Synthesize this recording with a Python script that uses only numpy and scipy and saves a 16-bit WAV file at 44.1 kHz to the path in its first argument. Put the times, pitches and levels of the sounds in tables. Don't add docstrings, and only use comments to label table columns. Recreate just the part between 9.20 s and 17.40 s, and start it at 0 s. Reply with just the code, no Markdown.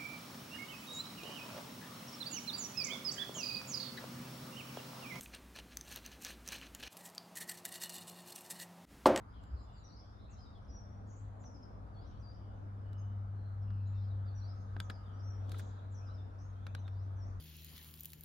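import sys
import numpy as np
from scipy import signal
from scipy.fft import rfft, irfft, next_fast_len
from scipy.io import wavfile
from scipy.ndimage import uniform_filter1d, map_coordinates

SR = 44100
rng = np.random.default_rng(int(sys.argv[2]) if len(sys.argv) > 2 else 0)


def file_out(sig):
    cols = np.atleast_2d(sig).T
    lim = np.clip(cols, -1, 1)
    pcm = np.round(lim * 32767).astype(np.int16)
    wavfile.write(sys.argv[1], SR, pcm)


N = 361619


def amp(db):
    return 10 ** (np.asarray(db) / 20)


def unit(x):
    return x / np.sqrt(np.mean(x ** 2) + 1e-20)


def along(points, hz):
    freqs, values = np.transpose(points)
    return np.interp(np.log(hz + 1), np.log(freqs + 1), values)


def curves(rows):
    times, *columns = np.transpose(rows)
    return [np.interp(np.arange(N) / SR, times, column) for column in columns]


def wobble(rate, size=N):
    knots = rng.standard_normal(int(size * rate / SR) + 4)
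    return map_coordinates(knots, [np.arange(size) * rate / SR])


def filtered(x, response):
    n = x.shape[-1]
    padded = next_fast_len(n + 8192)
    return irfft(rfft(x, padded) * response(np.fft.rfftfreq(padded, 1 / SR)), padded)[..., :n]


def add(track, start, sound):
    part = track[..., max(round(start * SR), 0):][..., :sound.shape[-1]]
    part += sound[..., :part.shape[-1]]


def pan(sound, db):
    return sound * amp([[db], [-db]])


def echo_tail(t60):
    t = np.arange(SR * 2 // 3) / SR
    tail = rng.standard_normal((2, len(t))) * amp(-60 * t / t60)
    return tail / np.linalg.norm(tail, axis=1, keepdims=True)


def swish(peak_s, half_length, db, centre_hz, octaves):
    out, t = np.zeros((2, N)), np.arange(-4 * half_length, 4 * half_length, 1 / SR)
    bell = lambda hz: np.exp(-.5 * (np.log2((hz + 1) / centre_hz) / octaves) ** 2)
    band = filtered(rng.standard_normal((2, len(t))), bell)
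    add(out, peak_s + t[0], amp(db) * np.exp(-.5 * (t / half_length) ** 2) * unit(band))
    return out


# frequency in Hz, likeness (1 means the same).
EAR_LIKENESS = [(60, 0.79), (130, .94), (290, .65), (640, 0.37), (1400, 0.34), (3100, 0.14), (12000, 0.079)]
def rush(spectrum, patchy_db):
    cells = signal.stft(rng.standard_normal((2, N)), nperseg=512)[2]
    patches = uniform_filter1d(rng.standard_normal(cells.shape[1:]), size=4, axis=0)
    patches = uniform_filter1d(patches, size=16, axis=1)
    pair = signal.istft(cells * amp(patchy_db * unit(patches)))[1][:, :N]
    width = lambda hz: np.arccos(np.clip(along(EAR_LIKENESS, hz), -1, 1)) / 2
    colour = lambda hz: amp(along(spectrum, hz)) * [np.cos(width(hz)), np.sin(width(hz))]
    mid, side = filtered(pair, colour)
    return unit(np.array([mid + side, mid - side]))


def from_left(pair, lag_s=.00043):
    return filtered(pair, lambda hz: np.exp(-2j * np.pi * np.outer([0, lag_s], hz)))


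# frequency in Hz, relative level in dB.
RUMBLE_TONE = [(15, -20), (28, -13.5), (42, -7.5), (56, 1.5), (72, -4.5), (100, -7), (140, -15), (200, -23),
               (400, -59), (900, -120)]
MURMUR_TONE = [(60, -32.5), (130, 3.5), (190, 1), (270, 2.5), (350, -5), (500, -4), (750, -3.5), (1000, -9),
               (1600, -22.5), (3000, -38.5), (8000, -76.5)]
TYRE_TONE = [(400, -30), (900, 1.5), (1300, 5.5), (1600, -1), (2000, -11.5), (2700, -18), (3700, -18),
             (5000, -23.5), (7000, -27), (8500, -32.5), (11500, -30), (13000, -41), (16000, -48.5)]
# time in seconds, relative level in dB.
RUMBLE_LEVELS = [(0.5, -59), (0.71, -63), (1.12, -57), (2.38, -60), (2.9, -53.5), (3.14, -57),
                 (7.81, -59.5), (8.2, -54.5)]
# time in seconds, murmur in dB, tyre hiss in dB.
MURMUR_AND_TYRE_LEVELS = [(0.0, -66, -70), (0.89, -66.5, -73), (2.4, -63.5, -72.5), (4.59, -66, -72),
                          (5.87, -64, -70), (6.32, -61.5, -69), (6.65, -64, -71), (8.2, -63.5, -70.5)]
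def traffic():
    (rumble_db,), (murmur_db, tyre_db) = curves(RUMBLE_LEVELS), curves(MURMUR_AND_TYRE_LEVELS)
    rumble = amp(rumble_db + 5) * rush(RUMBLE_TONE, patchy_db=.5)
    murmur = amp(murmur_db + 5) * rush(MURMUR_TONE, patchy_db=1.6)
    tyres = amp(tyre_db + 4.5) * rush(TYRE_TONE, patchy_db=2)
    whine = swish(peak_s=5.77, half_length=.37, db=-66.5, centre_hz=1264, octaves=.05)
    return pan(rumble, .5) + pan(from_left(murmur + tyres), .4) + whine


# time in seconds, relative level in dB.
HUM_LEVELS = [(1.41, -59.5), (2.05, -46), (2.39, -55), (3.3, -50), (3.91, -39.5), (4.3, -42.5), (4.53, -37),
              (5.02, -38.5), (5.46, -46), (5.55, -40.5), (5.83, -49), (6.04, -42), (6.36, -39.5),
              (6.5, -45.5), (7.06, -44), (7.12, -48), (7.8, -41), (8.2, -43.5)]
OCTAVE_LEVELS = [(0.3, -67), (0.36, -75), (1.86, -61.5), (2.1, -73), (2.26, -65), (3.42, -65),
                 (3.55, -57.5), (4.37, -69), (4.44, -61), (7.27, -71.5), (7.32, -67), (8.2, -71)]
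def engine(start_hz=102.3, sink_hz_per_s=.775):
    (hum_db,), (octave_db,) = curves(HUM_LEVELS), curves(OCTAVE_LEVELS)
    pitch = start_hz - sink_hz_per_s * np.arange(N) / SR
    phase = 2 * np.pi * np.cumsum(pitch + .3 * wobble(6)) / SR
    hum = amp(hum_db + .66 * wobble(14)) * np.sin(phase)
    octave = amp(octave_db - .9 + 1.6 * wobble(7.3)) * np.sin(2 * phase + .15 * wobble(11))
    return pan(np.sqrt(2) * (hum + octave), .98)


def arc(length, path_hz):
    return np.polyval(np.polyfit([0, .5, 1], path_hz, 2), np.linspace(0, 1, int(length * SR)))


def whistle(glide, depth_hz, trill_hz=170, flutter_db=3):
    n = len(glide)
    trill = np.sin(2 * np.pi * np.cumsum(trill_hz * (1 + .25 * wobble(60, n))) / SR)
    pitch = glide + depth_hz * (.75 * trill + .6 * wobble(300, n))
    swell = np.sqrt(np.abs(np.sin(np.pi * np.linspace(0, 1, n))))
    flutter = amp(flutter_db * wobble(90, n))
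    return unit(swell * flutter * np.sin(2 * np.pi * np.cumsum(pitch) / SR))


# frequency in Hz, seconds to fade by 60 dB.
TREE_FADES = [(2000, .8), (5000, .75), (9000, .5)]
def tree_echo(hz):
    return echo_tail(along(TREE_FADES, hz))


# time in seconds, relative level in dB.
FAR_BIRD_LEVELS = [(0.0, -82), (0.66, -76), (2.08, -90), (2.74, -89), (2.88, -82), (4.0, -93),
                   (4.77, -81.5), (6.26, -81.5), (6.42, -79), (7.28, -90), (7.67, -82.5), (8.2, -89.5)]
def far_birds(centre_hz=4200, spread=.33, count=110):
    calls = np.zeros(N)
    for k, (when, length, height) in enumerate(rng.random((count, 3))):
        path_hz = centre_hz * np.exp(spread * (2 * height - 1) + .06 * rng.standard_normal(3))
        glide = arc(.05 + .08 * length, path_hz)
        add(calls, (k + when) / count * N / SR, whistle(glide, depth_hz=160))
    echo = signal.fftconvolve(calls[None], tree_echo(centre_hz), axes=1)[:, :N]
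    level_db, = curves(FAR_BIRD_LEVELS)
    return amp(level_db - 1) * unit(echo)


def phrase(notes, start, level_db, pitch_ratio=1):
    return [(start + offset, pitch_ratio * arc(length, path_hz), depth_hz, level_db + db)
            for offset, length, *path_hz, depth_hz, db in notes]


# seconds into the tune, length in seconds,
# start, middle and end pitch in Hz, trill depth in Hz, relative level in dB.
SONG_NOTES = [(0, .065, 4940, 4550, 4260, 130, -75), (.095, .055, 5730, 5800, 5250, 100, -69),
              (.143, .037, 4960, 4220, 4200, 62, -72), (.173, .041, 4300, 4600, 4490, 55, -68.5),
              (.215, 0.065, 5040, 5110, 5110, 200, -69.5), (.555, .065, 7370, 6430, 5700, 520, -74),
              (.637, .085, 5220, 4984, 4790, 230, -71), (.778, .076, 3750, 3460, 2900, 95, -77),
              (.87, .088, 5770, 5705, 5770, 15, -85), (.935, .033, 5160, 5135, 5070, 80, -72.5),
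              (.95, .125, 5700, 5745, 5610, 22, -67.5), (1.066, .037, 5680, 5485, 5300, 65, -73),
              (1.325, .14, 6750, 6600, 6750, 680, -75.5), (1.65, .045, 7300, 6950, 6400, 320, -77),
              (1.688, .055, 6250, 5750, 5380, 260, -68), (1.79, .05, 5500, 5180, 4970, 170, -73),
              (1.878, .042, 5390, 5180, 4810, 160, -71.5)]
LOW_CALL_NOTES = [(0, .052, 2404, 2604, 2720, 110, -79), (.08, .042, 3780, 3985, 4270, 150, -76.5),
                  (.1, .036, 2950, 3100, 3100, 90, -82), (.174, .042, 3894, 3660, 3600, 100, -75)]
# start in seconds, level change in dB.
SONG_STARTS = [(.542, .5), (5.054, -0.7)]
# start in seconds, level change in dB, pitch multiplier.
LOW_CALL_STARTS = [(1.077, 1, 1.02), (4.575, -1.5, 1.01), (4.72, -3.5, 1.02), (6.8, -0.5, .97),
                   (7.466, 2, 0.97)]
def song_and_answer():
    songs = [note for row in SONG_STARTS for note in phrase(SONG_NOTES, *row)]
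    answers = [note for row in LOW_CALL_STARTS for note in phrase(LOW_CALL_NOTES, *row)]
    return songs + answers


# time of the lowest point, fall time, rise time and roundness of the turn,
# all in seconds, then lowest pitch in Hz, relative level in dB.
SCOOP_NOTES = [(2.772, 0.047, 0.15, .05, 4370, -79), (3.075, .06, 0.098, 0.093, 4666, -73),
               (7.755, .025, .105, .03, 4640, -82.5), (8.02, 0.064, 0.089, 0.019, 5460, -76.5)]
def scoops(slope_hz_per_s=21000, trill_depth_hz=40, rasp=.2):
    for bottom_s, fall, rise, turn, bottom_hz, db in SCOOP_NOTES:
        climb_hz = slope_hz_per_s * (np.hypot(np.arange(-fall, rise, 1 / SR), turn) - turn)
        yield bottom_s - fall, bottom_hz + climb_hz, trill_depth_hz + rasp * climb_hz, db


# start in seconds, length in seconds, middle pitch in Hz,
# slide in Hz, trill depth in Hz, relative level in dB.
CHIRP_NOTES = [(0.119, 0.11, 3235, -430, 240, -79), (0.209, .083, 7300, -350, 40, -83.5),
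               (0.358, 0.058, 4300, -600, 360, -75), (.376, .087, 7330, -780, 120, -85.5),
               (.526, .1, 7190, -600, 87, -82.5), (0.987, 0.093, 3990, 100, 200, -77.5),
               (1.967, .054, 7280, 172, 140, -82), (2.99, .04, 5700, -1400, 190, -83),
               (2.756, 0.049, 3420, -120, 80, -78.5), (2.799, .2, 3300, -200, 450, -82),
               (3.102, 0.3, 3020, -100, 96, -85.5), (3.615, .34, 2980, 40, 95, -82),
               (3.776, .033, 6360, 90, 20, -76.5), (3.773, 0.03, 5120, 129, 70, -80.5),
               (4.152, .2, 4130, -71, 130, -84.5), (4.41, 0.046, 5340, -800, 200, -84),
               (4.43, .16, 2810, 103.5, 200, -83), (4.659, .07, 6960, 402, 300, -85),
               (4.741, .17, 4900, -700, 480, -83), (6.257, .18, 3647, 79, 480, -70.5),
               (6.456, .2, 3730, 140.5, 350, -81), (7.181, 0.064, 5760, 1099, 420, -75),
               (7.235, 0.051, 6500, 178, 40, -82), (7.332, 0.24, 3450, 761, 140, -83),
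               (7.588, .024, 5940, -570, 280, -78)]
def chirps():
    for start, length, pitch_hz, slide_hz, depth_hz, db in CHIRP_NOTES:
        yield start, pitch_hz + slide_hz * np.linspace(-.5, .5, int(length * SR)), depth_hz, db


def near_birds(gain_db=1.33, direct_db=-4.5, echo_db=-5):
    out = np.zeros((2, N))
    for start, glide, depth_hz, db in [*song_and_answer(), *scoops(), *chirps()]:
        note = amp(db + gain_db) * whistle(glide, depth_hz)
        fence_echo = echo_tail(t60=.2)
        echoes = amp(echo_db) * (fence_echo + tree_echo(glide.mean()))
        add(out, start, amp(direct_db) * note)
        add(out, start, signal.fftconvolve(note[None], echoes, axes=1))
    return pan(out, 1.24)


# peak time in seconds, level in dB, pitch in Hz, half length in seconds.
HAND_BUMPS = [(0.345, -34, 67, 0.022), (0.409, -44, 59.6, 0.015), (1.203, -47, 72, .02),
              (1.504, -44, 62, .015), (8.16, -49, 45, .04)]
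def bumps():
    t = np.arange(N) / SR
    return sum(amp(db) * np.exp(-((t - peak) / half_length) ** 2) * np.cos(2 * np.pi * hz * (t - peak))
               for peak, db, hz, half_length in HAND_BUMPS)


# peak time in seconds, half length in seconds, level in dB,
# centre frequency in Hz, width in octaves.
BRUSH_STROKES = [(6.36, 0.05, -70.5, 2900, 1.3), (6.393, 0.0087, -59.5, 7600, 0.86),
                 (6.37, 0.17, -61.5, 410, 0.42), (2.55, 0.21, -68.5, 470, 0.65)]
def brushes():
    return sum(swish(*row) for row in BRUSH_STROKES)


# frequency in Hz, relative level in dB.
SNAP_TONE = [(350, -20), (800, -10), (1500, 1), (2800, -12), (3500, -6), (5000, -14.5), (7500, -21.5),
             (9400, -25), (11000, -20), (12500, -26.5), (13200, -36), (15500, -34.5)]
KNOCK_TONE = [(60, -16.5), (150, 11), (300, -9), (700, -11), (1200, -44), (3000, -64.5)]
# pitch in Hz, relative level in dB, seconds to fade by 60 dB.
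SHELL_TONES = [(1327, -5, 0.022), (1576, -4, .02), (2377, -17, 0.03), (3420, -24.5, 0.037),
               (4030, -14, 0.02), (4810, -12.5, .018), (6320, -19.5, 0.012)]
# start in seconds, relative level in dB, treble boost in dB per octave,
# relative knock level in dB, seconds for the snap to fade by 60 dB.
LAPTOP_CLICKS = [(0.237, -63, 7, -37, 0.025), (2.239, -56.5, -3.5, -16, 0.033),
                 (3.731, -57.5, 4, -27.5, 0.017), (4.504, -55, -4.5, -25, 0.03),
                 (5.565, -40.5, -7, -5.5, 0.017), (5.6015, -27.5, 0.5, -17, 0.013),
                 (5.6984, -35, -2, -7, 0.035), (6.294, -50.5, 5, -20, 0.015), (6.3177, -44, 6, -23, 0.021),
                 (6.344, -45, -7, -25, 0.031), (6.395, -47, 0.5, -13, 0.058),
                 (7.4669, -39, -2.5, -14, 0.022), (7.5494, -34, -1.5, -11, 0.016),
                 (7.679, -46, -3.5, -11, 0.028)]
def clicks(snap_db=-3.7, ring_db=-4.7, rise_s=.00035, fence_db=-17, fence_delay_s=.0043, width=.72):
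    out, t = np.zeros((2, N)), np.arange(SR // 8) / SR
    fade = lambda t60: amp(-60 * t / t60)
    attack = 1 - np.exp(-t / rise_s)

    def noise(colour):
        pair = rng.standard_normal(len(t)) + width * rng.standard_normal((2, len(t)))
        return unit(filtered(pair, colour))

    for start, db, tilt_db, knock_db, snap_t60 in LAPTOP_CLICKS:
        tilt = lambda hz: amp(tilt_db * np.log2(np.clip(hz, 1000, 9000) / 2000))
        snap = noise(lambda hz: amp(along(SNAP_TONE, hz)) * tilt(hz)) * fade(snap_t60)
        ring = 0
        for tone_hz, tone_db, tone_t60 in SHELL_TONES:
            phase = 2 * np.pi * (tone_hz * t + rng.random()) + width * rng.standard_normal((2, 1))
            ring += amp(tone_db) * tilt(tone_hz) * fade(tone_t60) * np.sin(phase)
        knock = noise(lambda hz: amp(along(KNOCK_TONE, hz))) * fade(t60=.084)
        click = amp(db) * attack * (amp(snap_db) * snap + amp(ring_db) * ring + amp(knock_db) * knock)
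        fence_echo = signal.fftconvolve(click, echo_tail(t60=.14), axes=1)
        add(out, start, click)
        add(out, start + fence_delay_s, amp(fence_db) * fence_echo)
    return pan(out, .5)


def scene():
    return brushes() + near_birds() + far_birds() + engine() + traffic() + clicks() + bumps()


def record(dry):
    top_hz = 15900
    return signal.sosfilt(signal.ellip(10, .1, 80, top_hz, fs=SR, output="sos"), dry)


dry = scene()
out = record(dry)
file_out(out)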